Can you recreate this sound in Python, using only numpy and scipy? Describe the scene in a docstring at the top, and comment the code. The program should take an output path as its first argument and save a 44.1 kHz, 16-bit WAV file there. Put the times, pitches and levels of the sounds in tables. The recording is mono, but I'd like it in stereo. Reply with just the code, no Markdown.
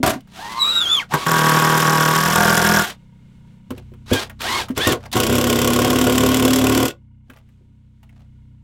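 """A stereo pocket camera near an impact driver under a timber deck: a far generator fires through air and
rustle. A few opening blows ring with a timber of their own; the motor whines up, a thread squeals and the
hammer rings a braced post. At the second brace come knocks, bumps, scraping and short pulls, then the second
screw is hammered in. The motor runs down and small knocks end it. Blows ring modes; gear mesh and firing are
sine sums; rustle, scrape and clatter are filtered noise."""
import sys
import numpy as np
from scipy import signal
from scipy.fft import rfft, irfft, next_fast_len
from scipy.io import wavfile
from scipy.ndimage import uniform_filter1d

SR = 44100
rng = np.random.default_rng(int(sys.argv[2]) if len(sys.argv) > 2 else 0)


def convert_level_to_amplitude(level_db):
    """Map a level in decibels to its linear amplitude factor."""
    exponent = np.asarray(level_db, float) / 20
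    return 10 ** exponent


def generate_wav(signal):
    """Clip the signal to [-1, 1] and save it as 16-bit WAV at the path in sys.argv[1]."""
    frames = np.transpose(np.atleast_2d(signal))
    scaled = np.clip(frames, -1, 1) * 32767
    pcm = np.round(scaled).astype(np.int16)
    wavfile.write(sys.argv[1], SR, pcm)


N = 380583
T = np.arange(N) / SR
# opening blows' timber ends; first brace drawn tight over this span; move to the second brace
OPENING_S, TIGHT_S, MOVED_S = 0.26, (2.12, 2.38), 3.69

# All levels are relative drives or gains, before the paths that follow.
# hammering, one table a screw: time_s, blows_per_s
STRIKE_RATE = [
    [(1.255, 41.23), (1.451, 38.33), (1.646, 39.45), (1.842, 38.98), (2.037, 38.58), (2.233, 40.65),
     (2.429, 41.3), (2.624, 41.37), (2.82, 40.42)],
    [(5.15, 28.11), (5.342, 35.05), (5.534, 33.92), (5.727, 34.66), (5.919, 36.05), (6.111, 36.17),
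     (6.303, 36.68), (6.496, 37.06), (6.688, 37.02), (6.88, 38.25)],
]
# hammer cycle already done at the start of each table: share_of_cycle
STRIKE_START = [.59, .57]
# hammering, per screw: timber_db, steel_re_timber_db, loaded_gears_db, fade_s, gear_coast_s
RUNS = [(-12.5, -17.5, -23.5, 0.018, 0.1226), (-13.5, -15.5, -33, 0.073, .05)]
# steel level change up to the fade, per screw: gain_db
STEEL_GAINS_DB = [4.5, -2]
FADE_DB, COAST_DB = -12, -39.5  # last blow and end of coast, against the run
# lugs on their ramp ahead of a blow, per screw: early_share_of_cycle, level_db, pitch_hz
TICK = [(0.242, 8.5, 5410), (0.278, -4, 5435)]
# lone hammer blows: time_s, timber_db, steel_re_timber_db
BLOWS = [(0.03, -9.5, -21.5), (0.061, -16.5, -10), (0.074, -14, -15.5), (0.094, -29.5, 0),
         (0.102, -25, -7.5), (0.134, -31, -18), (1.124, -26, -19.5), (1.138, -11, -16.5), (4.131, -21, -7),
         (4.154, -25.5, -21.5), (4.775, -16, -16.5), (4.87, -8.5, -17), (4.89, -17.5, -21.5),
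         (4.919, -15.5, -15), (4.93, -23.5, -27), (5.154, -13, -24), (5.173, -16, -25)]
# timber modes of the opening blows, loose first brace, tight first brace, second brace: pitch_hz, width_hz,
# gain_db
TIMBER = [
    [(75.1, 44, -5), (125, 25, -1.5), (266.5, 52, -1.5), (420, 29, -12), (620, 260, -13), (770, 68, -10),
     (950, 78, -15.5), (1200, 69, -22.5), (1380, 240, -34)],
    [(145.5, 22, -4.5), (250, 36, -7.5), (299, 61, -14.5), (400, 17, -7.5), (473.5, 31, -15.5),
     (550, 58, -13.5), (669, 27, -16), (831, 37, -9.5), (971, 10, -1), (1135, 44, -4), (1263, 60, -15),
     (1471, 56, -9.5), (1586, 41, -7.5), (1626, 130, -11.5), (1900, 100, -38)],
    [(88.4, 50, -11), (204.8, 19, 0), (387.7, 36, -8), (537.4, 40, -12), (549.3, 13, -3.5), (708, 21, -6),
     (842, 34, -14), (865, 60, -9.5), (889.4, 53, -6), (1170, 43, -8), (1430, 34, -8), (1650, 300, -12.5),
     (1766, 200, -19)],
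    [(67, 34, -13), (112, 26, -6), (147.4, 15, -16), (250, 51, -7), (303, 46, -14), (339.8, 14, -11),
     (417.6, 37, -10.5), (460.3, 45, -15.5), (524, 51.6, -14), (569, 30, -15.5), (730, 77, -21.5),
     (982, 205, -23), (1072, 121, -18), (1460, 61, -24.5), (2025, 41, -33.5)],
]
# clatter of housing and bit, per screw: freq_hz, gain_db
CLATTER = [
    [(880, -29), (1500, -7.5), (2250, -17), (3350, -9.5), (4420, -19), (5540, -15.5), (6180, -16),
     (7320, -14), (9370, -17.5), (13300, -13.5), (16000, -25.5)],
    [(880, -31.5), (1500, -5.5), (1610, -9.5), (3350, 0), (4040, -10), (5540, -6.5), (6760, -9),
     (7390, -4.5), (8920, -12.5), (13100, -8.5), (16000, -16)],
]
# ring of anvil and bit: pitch_hz, width_hz, gain_db
STEEL = [(3280, 83, -10), (5430, 44, -8.5), (7120, 320, -5.5), (12600, 170, -5)]

# motor imbalance heard through the screw, per screw: level_re_timber_db
SHAFT_DB = [-21.5, 0.5]
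TURNS_PER_BLOW = 7

# free running, one table a pull or run-down: time_s, gear_mesh_hz
SPEED = [
    [(.27, 429.3), (.37, 660), (.445, 930), (.51, 1016), (.626, 1070), (.722, 1350), (.822, 1408),
     (.92, 1328), (.97, 1188), (1.07, 550)],
    [(1.09, 667.5), (1.138, 951), (1.18, 1113), (1.29, 1180)],
    [(2.79, 1092), (2.96, 447.4)],
    [(4.06, 426.2), (4.134, 865.5), (4.19, 770), (4.28, 429.6)],
    [(4.39, 420), (4.44, 676.4), (4.485, 938), (4.54, 1073), (4.585, 1075), (4.67, 440.4)],
    [(4.75, 431), (4.785, 647.7), (4.82, 843), (4.877, 936), (4.91, 886), (4.98, 382.3)],
    [(5.115, 451), (5.15, 701), (5.19, 852)],
    [(6.83, 896), (6.94, 400)],
]
# per pull, levels for a 1 kHz mesh: swell_s, gear_noise_db, mesh_db, second_harmonic_db
PULLS = [(0.1, -43.5, -33.5, -40), (0.03, -38, -32.5, -39), (0.01, -38.5, -37, -56.5),
         (0.066, -31.5, -32, -25.5), (0.019, -31.5, -31.5, -28), (0.019, -31, -43, -23),
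         (0.016, -30, -26.5, -40), (0.01, -48, -43, -47)]
# louder with speed; each pull swells from and brakes to the edge
DB_PER_OCTAVE, EDGE_DB, BRAKE_S = 5.5, -23.5, 0.049
HOUSING_HZ, HOUSING_WIDTH_HZ, HOUSING_DB = 1090, 105, 4
BRAKING_DB = -3
# gear noise spectrum: freq_hz, gain_db
GEARS = [(47, -31.5), (80, -0.5), (163, -19), (242, -3), (643, -10.5), (1020, -3.5), (1280, -7),
         (2080, -8.5), (2330, -8.5), (3470, -7), (4620, -10.5), (13400, -25), (16000, -30)]
# speed control pipes, trigger barely pulled: start_s, release_s
TRIGGER = [(4.063, 4.109), (4.392, 4.415), (4.759, 4.773)]
TRIGGER_HZ, TRIGGER_DB = 3920, -51.5

# thread slipping in the wood: time_s, pitch_hz, level_db
SQUEAL = [(0.565, 4460, -47.5), (0.601, 3940, -28), (0.625, 3910, -21), (0.651, 3740, -23.5),
          (0.705, 3920, -20.5), (0.791, 3770, -20), (0.859, 3196, -26), (0.933, 3507, -16.5),
          (0.981, 3190, -24.5), (0.991, 3140, -23), (1.001, 2270, -26.5), (1.04, 1260, -41)]
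# squeal harmonics from the fundamental up: level_db
SQUEAL_HARMONICS_DB = [-1.5, -21, -30, -36]

# soft bumps of hand, tool and knee on the post: time_s, level_db, favoured_hz, falloff_db_per_octave
BUMPS = [(.002, -16, 260, 27.5), (0.158, -19, 243, 30), (3.706, -17, 241, 11), (3.775, -31, 322, 24),
         (3.918, -38, 359, 19), (4.115, -7, 250, 2.5), (4.701, -11.5, 250, 25), (7.296, -35.5, 250, 15.5),
         (7.609, -48, 325, 25), (7.681, -45, 230, 25)]
# low modes of the post: pitch_hz, t60_s
POST = [(100, 0.12), (150, 0.05), (258, 0.089), (370, .05), (470, 0.053)]
# small knocks of tool, screws and knees: time_s, peak_db, centre_hz
KNOCKS = [(0.2045, -42, 2940), (0.2718, -44, 980), (3.704, -24, 1010), (3.7778, -35, 2750),
          (3.9164, -55.5, 890), (3.9355, -44, 1090), (4.2956, -28.5, 1450), (4.4154, -17, 2700),
          (4.6836, -25.5, 1040), (4.703, -29.5, 1090), (5.053, -32, 1020), (5.115, -27, 3300),
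          (5.1272, -13, 3230), (7.2976, -34, 1430), (7.3324, -43.5, 1150), (7.3687, -40.5, 1130),
          (7.3844, -50, 2670), (7.4872, -55, 1430), (8.0287, -43.5, 970), (8.091, -47.5, 2120),
          (8.1926, -54, 1060)]
KNOCK_T60_S, T60_FACTOR_PER_OCTAVE = .06, .7  # burst at 1 kHz; higher knocks die sooner
# bit and hands scraping on the wood: start_s, end_s, level_db
SCRAPE = [(3.69, 3.83, -53), (4.25, 4.333, -48.5), (4.648, 4.744, -47.5), (4.974, 5.09, -45),
          (7.276, 7.417, -61), (8.02, 8.26, -68)]
SCRAPE_EDGE_S, SCRAPE_EDGE_DB = 0.0332, -14.5

# background, steady from each time on: start_s, generator_db, air_db
GROUND = [(0, -47, -51.5), (3.69, -41, -52.5), (6.901, -47, -65.5), (7.25, -49.5, -59), (8.03, -46, -58)]
# generator harmonics before and after 3.69 s: harmonic_number, level_db
EXHAUST = [
    [(1, -11), (2, -12.5), (3, -16), (4, 1), (5, -3), (6, 1), (7, -4), (8, -20), (9, -17)],
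    [(1, -10.5), (2, -2), (3, -0.5), (4, -0.5), (5, -10), (6, -12.5), (7, -6.5), (8, -15.5), (9, -17.5)],
]
FIRING_HZ = 31.33
# generator casing resonances: pitch_hz, width_hz, gain_db
CASING = [(500, 40, -3), (945, 40, 0), (1450, 50, -7), (2150, 60, -6), (2900, 80, -10)]
# air and rustle spectrum: freq_hz, gain_db
AIR = [(25, -10.5), (60, -6.5), (200, -13.5), (330, -24.5), (450, -30), (700, -38.5), (1500, -39.5),
       (3400, -39), (5000, -48), (8000, -48), (11000, -56.5), (16000, -59.5)]

DECK_T60_S, DECK_DB = .11, -5.5
# filter of the stereo difference: freq_hz, gain_db
WIDTH = [(60, -12.5), (110, -17.5), (200, -12.5), (380, -13.5), (700, -9), (1290, -7.5), (2380, -5),
         (4400, -1.5), (8120, -2), (15000, 0)]
TOP_HZ = 15900


def rms1(x):
    """Scale to unit rms."""
    return x / np.sqrt(np.mean(x ** 2) + 1e-30)


def noise():
    """White noise."""
    return rng.standard_normal(N)


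def colour(x, points):
    """Causal minimum-phase filter with the given (Hz, dB) response."""
    hz, db = np.transpose(points)
    f = np.fft.rfftfreq(4096, 1 / SR)
    cepstrum = irfft(np.log(convert_level_to_amplitude(np.interp(np.log(f + 1), np.log(hz), db))))
    cepstrum[1:2048] *= 2
    cepstrum[2049:] = 0
    return signal.oaconvolve(x, irfft(np.exp(rfft(cepstrum))))[:N]


def ring(x, modes):
    """Damped modes of alternating sign; each dB is the gain at the centre."""
    out = 0
    for k, (hz, width_hz, db) in enumerate(modes):
        r = np.exp(-np.pi * abs(width_hz) / SR)
        zeros = [(1 - r * r) / 2, 0, (r * r - 1) / 2]
        poles = [1, -2 * r * np.cos(2 * np.pi * hz / SR), r * r]
        out = out + (-1) ** k * convert_level_to_amplitude(db) * signal.lfilter(zeros, poles, x)
    return out


def decay(x, t60_s):
    """Every pulse becomes an exponential tail."""
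    return signal.lfilter([1], [1, -np.exp(-np.log(1000) / (t60_s * SR))], x)


def pulses(times_s, gains):
    """Clicks of the given gains at the given times."""
    x = np.zeros(N)
    np.add.at(x, np.clip(np.asarray(times_s) * SR, 0, N - 1).astype(int), gains)
    return x


def walk(rate_hz):
    """Random levels held 1 / rate_hz s and slewed twice; spread near 1."""
    k = int(SR / rate_hz)
    steps = np.repeat(rng.standard_normal(N // k + 1), k)
    return 1.4 * uniform_filter1d(uniform_filter1d(steps, k), k)[:N]


def curve(tables, column, off):
    """One column of several tables in time; `off` outside them."""
    out = np.full(N, float(off))
    for rows in tables:
        rows = np.array(rows)
        on = (T >= rows[0, 0]) & (T <= rows[-1, 0])
        out[on] = np.interp(T[on], rows[:, 0], rows[:, column])
    return out


def held(start, end, db, rise, fall, edge_db):
    """Rows (s, dB) of a level that rises from an edge, holds, and falls to the edge."""
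    return [(start, db + edge_db), (start + rise, db),
            (max(end - fall, start + rise), db), (end, db + edge_db)]


def hammering():
    """Level curves in dB of timber, steel and loaded gears over both runs of blows."""
    timber, steel, gears = [], [], []
    for rate, run, gain_db in zip(STRIKE_RATE, RUNS, STEEL_GAINS_DB):
        db, steel_db, gears_db, fade_s, coast_s = run
        start, end = rate[0][0], rate[-1][0]
        steel_db = db + steel_db
        timber.append([(start, db), (end - fade_s, db), (end, db + FADE_DB)])
        steel.append([(start, steel_db), (end - fade_s, steel_db + gain_db), (end, steel_db - 4)])
        gears.append([(start, gears_db), (end - fade_s, gears_db),
                      (end + 0.62 * coast_s, gears_db - 7), (end + coast_s, gears_db + COAST_DB)])
    return [curve(v, column=1, off=-120) for v in (timber, steel, gears)]


def strikes():
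    """Blow times, timber gains, steel gains, and lug tick times per run; hammer cycles plus lone blows."""
    lone_s, lone_timber_db, lone_steel_db = np.transpose(BLOWS)
    times, ticks = [], []
    for rows, start, tick in zip(STRIKE_RATE, STRIKE_START, TICK):
        on = T[(T >= rows[0][0]) & (T <= rows[-1][0])]
        cycles = start + np.cumsum(np.interp(on, *np.transpose(rows))) / SR
        whole = np.arange(1, int(cycles[-1]) + 1)
        times.append(np.interp(whole, cycles, on))
        ticks.append(np.interp(whole[1:] - tick[0], cycles, on))
    times = np.concatenate(times)
    chance = rng.standard_normal((3, len(times)))
    at = (times * SR).astype(int)
    run_db, run_steel_db, _ = hammering()
    all_s = np.r_[times + .0003 * chance[0], lone_s]
    timber = convert_level_to_amplitude(np.r_[run_db[at] + 1.1 * chance[1], lone_timber_db])
    steel = convert_level_to_amplitude(np.r_[run_steel_db[at] + 1.8 * chance[2], lone_timber_db + lone_steel_db])
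    return all_s, timber, steel, ticks


def hammer():
    """Blows excite timber and steel modes; loose parts clatter, gears grind and lugs tick in filtered noise."""
    times, timber, steel, ticks = strikes()
    tight = np.interp(T, TIGHT_S, [0, 1])
    first = T < MOVED_S
    shares = (T < OPENING_S, first * (T > OPENING_S) * (1 - tight), first * tight, ~first)
    push = pulses(times, timber)
    # no two blows seat alike: a burst of noise drives the same modes, the upper ones more
    shake = convert_level_to_amplitude(-31) * colour(decay(push, 0.13) * noise(), [(100, -10.5), (600, -1.5), (1500, 4.5)])
    # the bit springs back and lands again, softer
    push = push + .55 * np.roll(push, int(.0064 * SR)) + .3 * np.roll(push, int(.0128 * SR))
    wood = 0
    drives_db, shakes_db = (46, 49.63, 49.05, 53.38), (9, -7.5, -0.5, 4.0)
    for share, modes, drive_db, shake_db in zip(shares, TIMBER, drives_db, shakes_db):
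        wood = wood + convert_level_to_amplitude(drive_db) * ring((push + convert_level_to_amplitude(shake_db) * shake) * share, modes)
    hit = pulses(times, steel)
    # the lugs bounce for a few ms before the steel settles
    bounce = signal.oaconvolve(decay(hit, 0.015), np.hanning(300) / 100)[60:N + 60]
    crack = (bounce + convert_level_to_amplitude(-52.0) * decay(bounce, 0.073)) * convert_level_to_amplitude(2.6 * walk(1200)) * noise()
    _, steel_db, gears_db = hammering()
    running = convert_level_to_amplitude(steel_db)
    gears = colour(convert_level_to_amplitude(gears_db + 2.6 * walk(150)) * noise(), [(2000, -8), (5000, -13.0), (12000, -18.5)])
    out = wood + convert_level_to_amplitude(12.5) * ring(crack, STEEL)
    for spectrum, share, db, (_, tick_db, tick_hz), at in zip(CLATTER, (first, ~first), (25, 23), TICK, ticks):
        size = running[(at * SR).astype(int)] * convert_level_to_amplitude(tick_db + 1.7 * rng.standard_normal(len(at)))
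        tick = uniform_filter1d(decay(pulses(at, size), 0.028), size=60) * noise()
        out += convert_level_to_amplitude(db) * colour(share * (crack + gears) + 0.15 * tick, spectrum)
        out += convert_level_to_amplitude(12.5) * ring(tick, [(tick_hz, 700, 0)])
    return out


def shaft():
    """Motor imbalance, locked to the hammer cycle by the gearing; weaker while the motor labours."""
    rate = curve(STRIKE_RATE, column=1, off=37)
    phase = 2 * np.pi * TURNS_PER_BLOW * np.cumsum(rate) / SR
    size = uniform_filter1d(convert_level_to_amplitude(hammering()[0]), size=900)
    labour_db = 2.6 * np.minimum(rate - 37, 0)
    return size * convert_level_to_amplitude(np.where(T < MOVED_S, *SHAFT_DB) + labour_db + 0.7 * walk(30)) * np.sin(phase)


def motor():
    """Gear mesh lines that flutter with the shaft, gear noise, and the piping of the speed control."""
    speed = curve(SPEED, column=1, off=400)
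    hz = speed * (1 + .017 * walk(150))
    phase = 2 * np.pi * np.cumsum(hz) / SR
    speed_db = DB_PER_OCTAVE * np.log2(speed / 1000)
    levels = []
    for c in range(1, 4):
        spells = [held(rows[0][0], rows[-1][0], pull[c], pull[0], BRAKE_S, EDGE_DB)
                  for rows, pull in zip(SPEED, PULLS)]
        levels.append(convert_level_to_amplitude(speed_db + curve(spells, column=1, off=-120)))
    hiss, first, second = levels
    # planet gears swing the level once a shaft turn
    turn = 1 + .9 * np.cos(phase / 9)
    # at low speed the mesh is lost in the grinding
    clear = np.clip((hz - 520) / 260, 0, 1) ** 2
    # the teeth lose contact as the motor slows
    loose = convert_level_to_amplitude(BRAKING_DB * uniform_filter1d(1. * (np.gradient(speed) < 0), size=900))
    first, second = first * clear * loose, second * clear * loose
    # the housing sings along where the mesh passes its resonance
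    first = first * convert_level_to_amplitude(HOUSING_DB / (1 + ((speed - HOUSING_HZ) / HOUSING_WIDTH_HZ) ** 2))
    out = first * turn * convert_level_to_amplitude(4.4 * walk(70)) * np.sin(phase)
    out += second * convert_level_to_amplitude(1 * walk(70)) * np.sin(2 * phase) * 1.1
    # the upper harmonics stand out only close to the tool
    upper = second * convert_level_to_amplitude(np.where(T < MOVED_S, -16, -3))
    out += upper * (convert_level_to_amplitude(4 * walk(90)) * np.sin(3 * phase) + convert_level_to_amplitude(4 * walk(90)) * np.sin(4 * phase))
    out += convert_level_to_amplitude(7) * hiss * rms1(colour(convert_level_to_amplitude(1.6 * walk(300)) * noise(), GEARS))
    for start, end in TRIGGER:
        gate = np.interp(T, [start, start + 0.0015, end, end + .01], [0, 1, 1, 0])
        out += convert_level_to_amplitude(TRIGGER_DB) * gate * np.sin(2 * np.pi * TRIGGER_HZ * T)
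    return out


def squeal():
    """Stick-slip of the thread: a rough tone whose overtones are rougher still."""
    hz = curve([SQUEAL], column=1, off=1000) * (1 + .006 * walk(60) + .011 * walk(350))
    phase = 2 * np.pi * np.cumsum(hz) / SR
    size = uniform_filter1d(convert_level_to_amplitude(curve([SQUEAL], column=2, off=-120)), size=200)
    size = size * convert_level_to_amplitude(2.0 * walk(90) + 2.3 * walk(400))
    tone = 0
    for k, db in enumerate(SQUEAL_HARMONICS_DB):
        tone = tone + convert_level_to_amplitude(db + 2 * k * walk(500)) * np.sin((k + 1) * phase + k * walk(470))
    return 2 * size * tone


def bumps():
    """Each bump swings the post's low modes near the pitch it favours, pushed for about a cycle."""
    out = np.zeros(N)
    t = T[:SR // 4]
    for s, db, near_hz, slope_db in BUMPS:
        i = int(s * SR)
        for hz, t60_s in POST:
            swing = np.minimum(t * hz, 1) * np.exp(-np.log(1000) * t / t60_s) * np.sin(2 * np.pi * hz * t)
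            out[i:i + len(t)] += convert_level_to_amplitude(db - slope_db * abs(np.log2(hz / near_hz))) * swing * 1.5
    return out


def knocks():
    """Short noise bursts, each through its own broad resonance and the dry rattle of the housing."""
    out = np.zeros(N)
    n = np.arange(8192)
    for s, db, hz in KNOCKS:
        t60_s = KNOCK_T60_S * T60_FACTOR_PER_OCTAVE ** np.log2(hz / 1000)
        envelope = np.exp(-np.log(1000) * n / SR / t60_s) * np.minimum(n / 130, 1)
        burst = rng.standard_normal(len(n)) * envelope
        burst = ring(burst, [(hz, 0.42 * hz, 0), (3000, 1500, -6)]) + 0.11 * burst
        i = int(s * SR)
        out[i:i + len(n)] += (convert_level_to_amplitude(db) * burst / np.abs(burst).max())[:N - i]
    return out


def scrape():
    """Gritty friction: flickering filtered noise."""
    flicker = convert_level_to_amplitude(6 * walk(250))
    grit = colour(flicker * noise(), [(200, -11), (700, 7.0), (2500, -4.0), (5000, -9.5), (14000, -25.5)])
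    spells = [held(a, b, db, SCRAPE_EDGE_S, SCRAPE_EDGE_S, SCRAPE_EDGE_DB) for a, b, db in SCRAPE]
    return convert_level_to_amplitude(curve(spells, column=1, off=-120)) * rms1(grit)


def exhaust(harmonics, phase, bend):
    """Firing harmonics; the way through the trees delays the upper ones."""
    return rms1(sum(convert_level_to_amplitude(db + 1.2 * walk(7.3)) * np.sin(k * phase - bend * k * k) for k, db in harmonics))


def background():
    """The generator's firing and casing rattle over flickering air and rustle."""
    start_s, hum_db, air_db = np.transpose(GROUND)
    now = np.searchsorted(start_s[1:], T)
    hum_db, air_db = (uniform_filter1d(v[now], size=2000) for v in (hum_db, air_db))
    phase = 2 * np.pi * np.cumsum(FIRING_HZ * (1 + .002 * walk(4))) / SR
    at_first, at_second = (exhaust(h, phase, bend) for h, bend in zip(EXHAUST, (.6, .8)))
    moved = uniform_filter1d(1. 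* (T > MOVED_S), size=500)
    hum = (1 - moved) * at_first + moved * at_second
    # the casing rattles once a firing
    rattle = rms1(ring((1 + .7 * np.cos(phase)) * noise(), CASING)) * convert_level_to_amplitude(np.where(T < MOVED_S, -21, -29))
    air = rms1(colour(convert_level_to_amplitude(1.3 * walk(15)) * noise(), AIR))
    return (hum + rattle) * convert_level_to_amplitude(hum_db) + air * convert_level_to_amplitude(air_db)


def heard():
    """Tool sounds echo under the deck: a short noise tail, strongest around 500 Hz, weaker in bass and treble."""
    tool = hammer() + shaft() + motor() + squeal() + knocks() + scrape() + bumps()
    n = np.arange(int(.4 * SR))
    deck = rng.standard_normal(len(n)) * np.exp(-np.log(1000) * n / SR / DECK_T60_S) * (n > .003 * SR)
    echo = colour(signal.oaconvolve(tool, deck / np.linalg.norm(deck))[:N],
                  [(150, -14.0), (500, 7.5), (1500, -5.5), (4000, -5), (10000, -15.5)])
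    return tool + convert_level_to_amplitude(DECK_DB) * echo + background()


def scene():
    """The two microphones hear the bass alike, a little out of step; in the treble their paths differ."""
    mid = heard()
    apart = colour(mid, [(1000, 0), (3000, -6), (8000, -9)])
    apart = apart + colour(heard(), [(300, -9), (1500, -5), (3000, 0)])
    # a quarter cycle out of step
    side = colour(signal.hilbert(apart, next_fast_len(N))[:N].imag, WIDTH)
    return np.array([mid + side, convert_level_to_amplitude(1.1) * (mid - side)])


def top_cut(x):
    """Nothing passes above the cut-off."""
    return signal.sosfilt(signal.butter(12, 16990, fs=SR, output="sos"), x)


def record(dry):
    """The camera rounds the loudest peaks and cuts the top."""
    rounded = np.tanh(1.15 * dry) / 1.15
    mix = signal.sosfilt(signal.ellip(8, .2, 70, TOP_HZ, fs=SR, output="sos"), rounded)
    return top_cut(mix)


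dry = scene()
out = record(dry)
generate_wav(out)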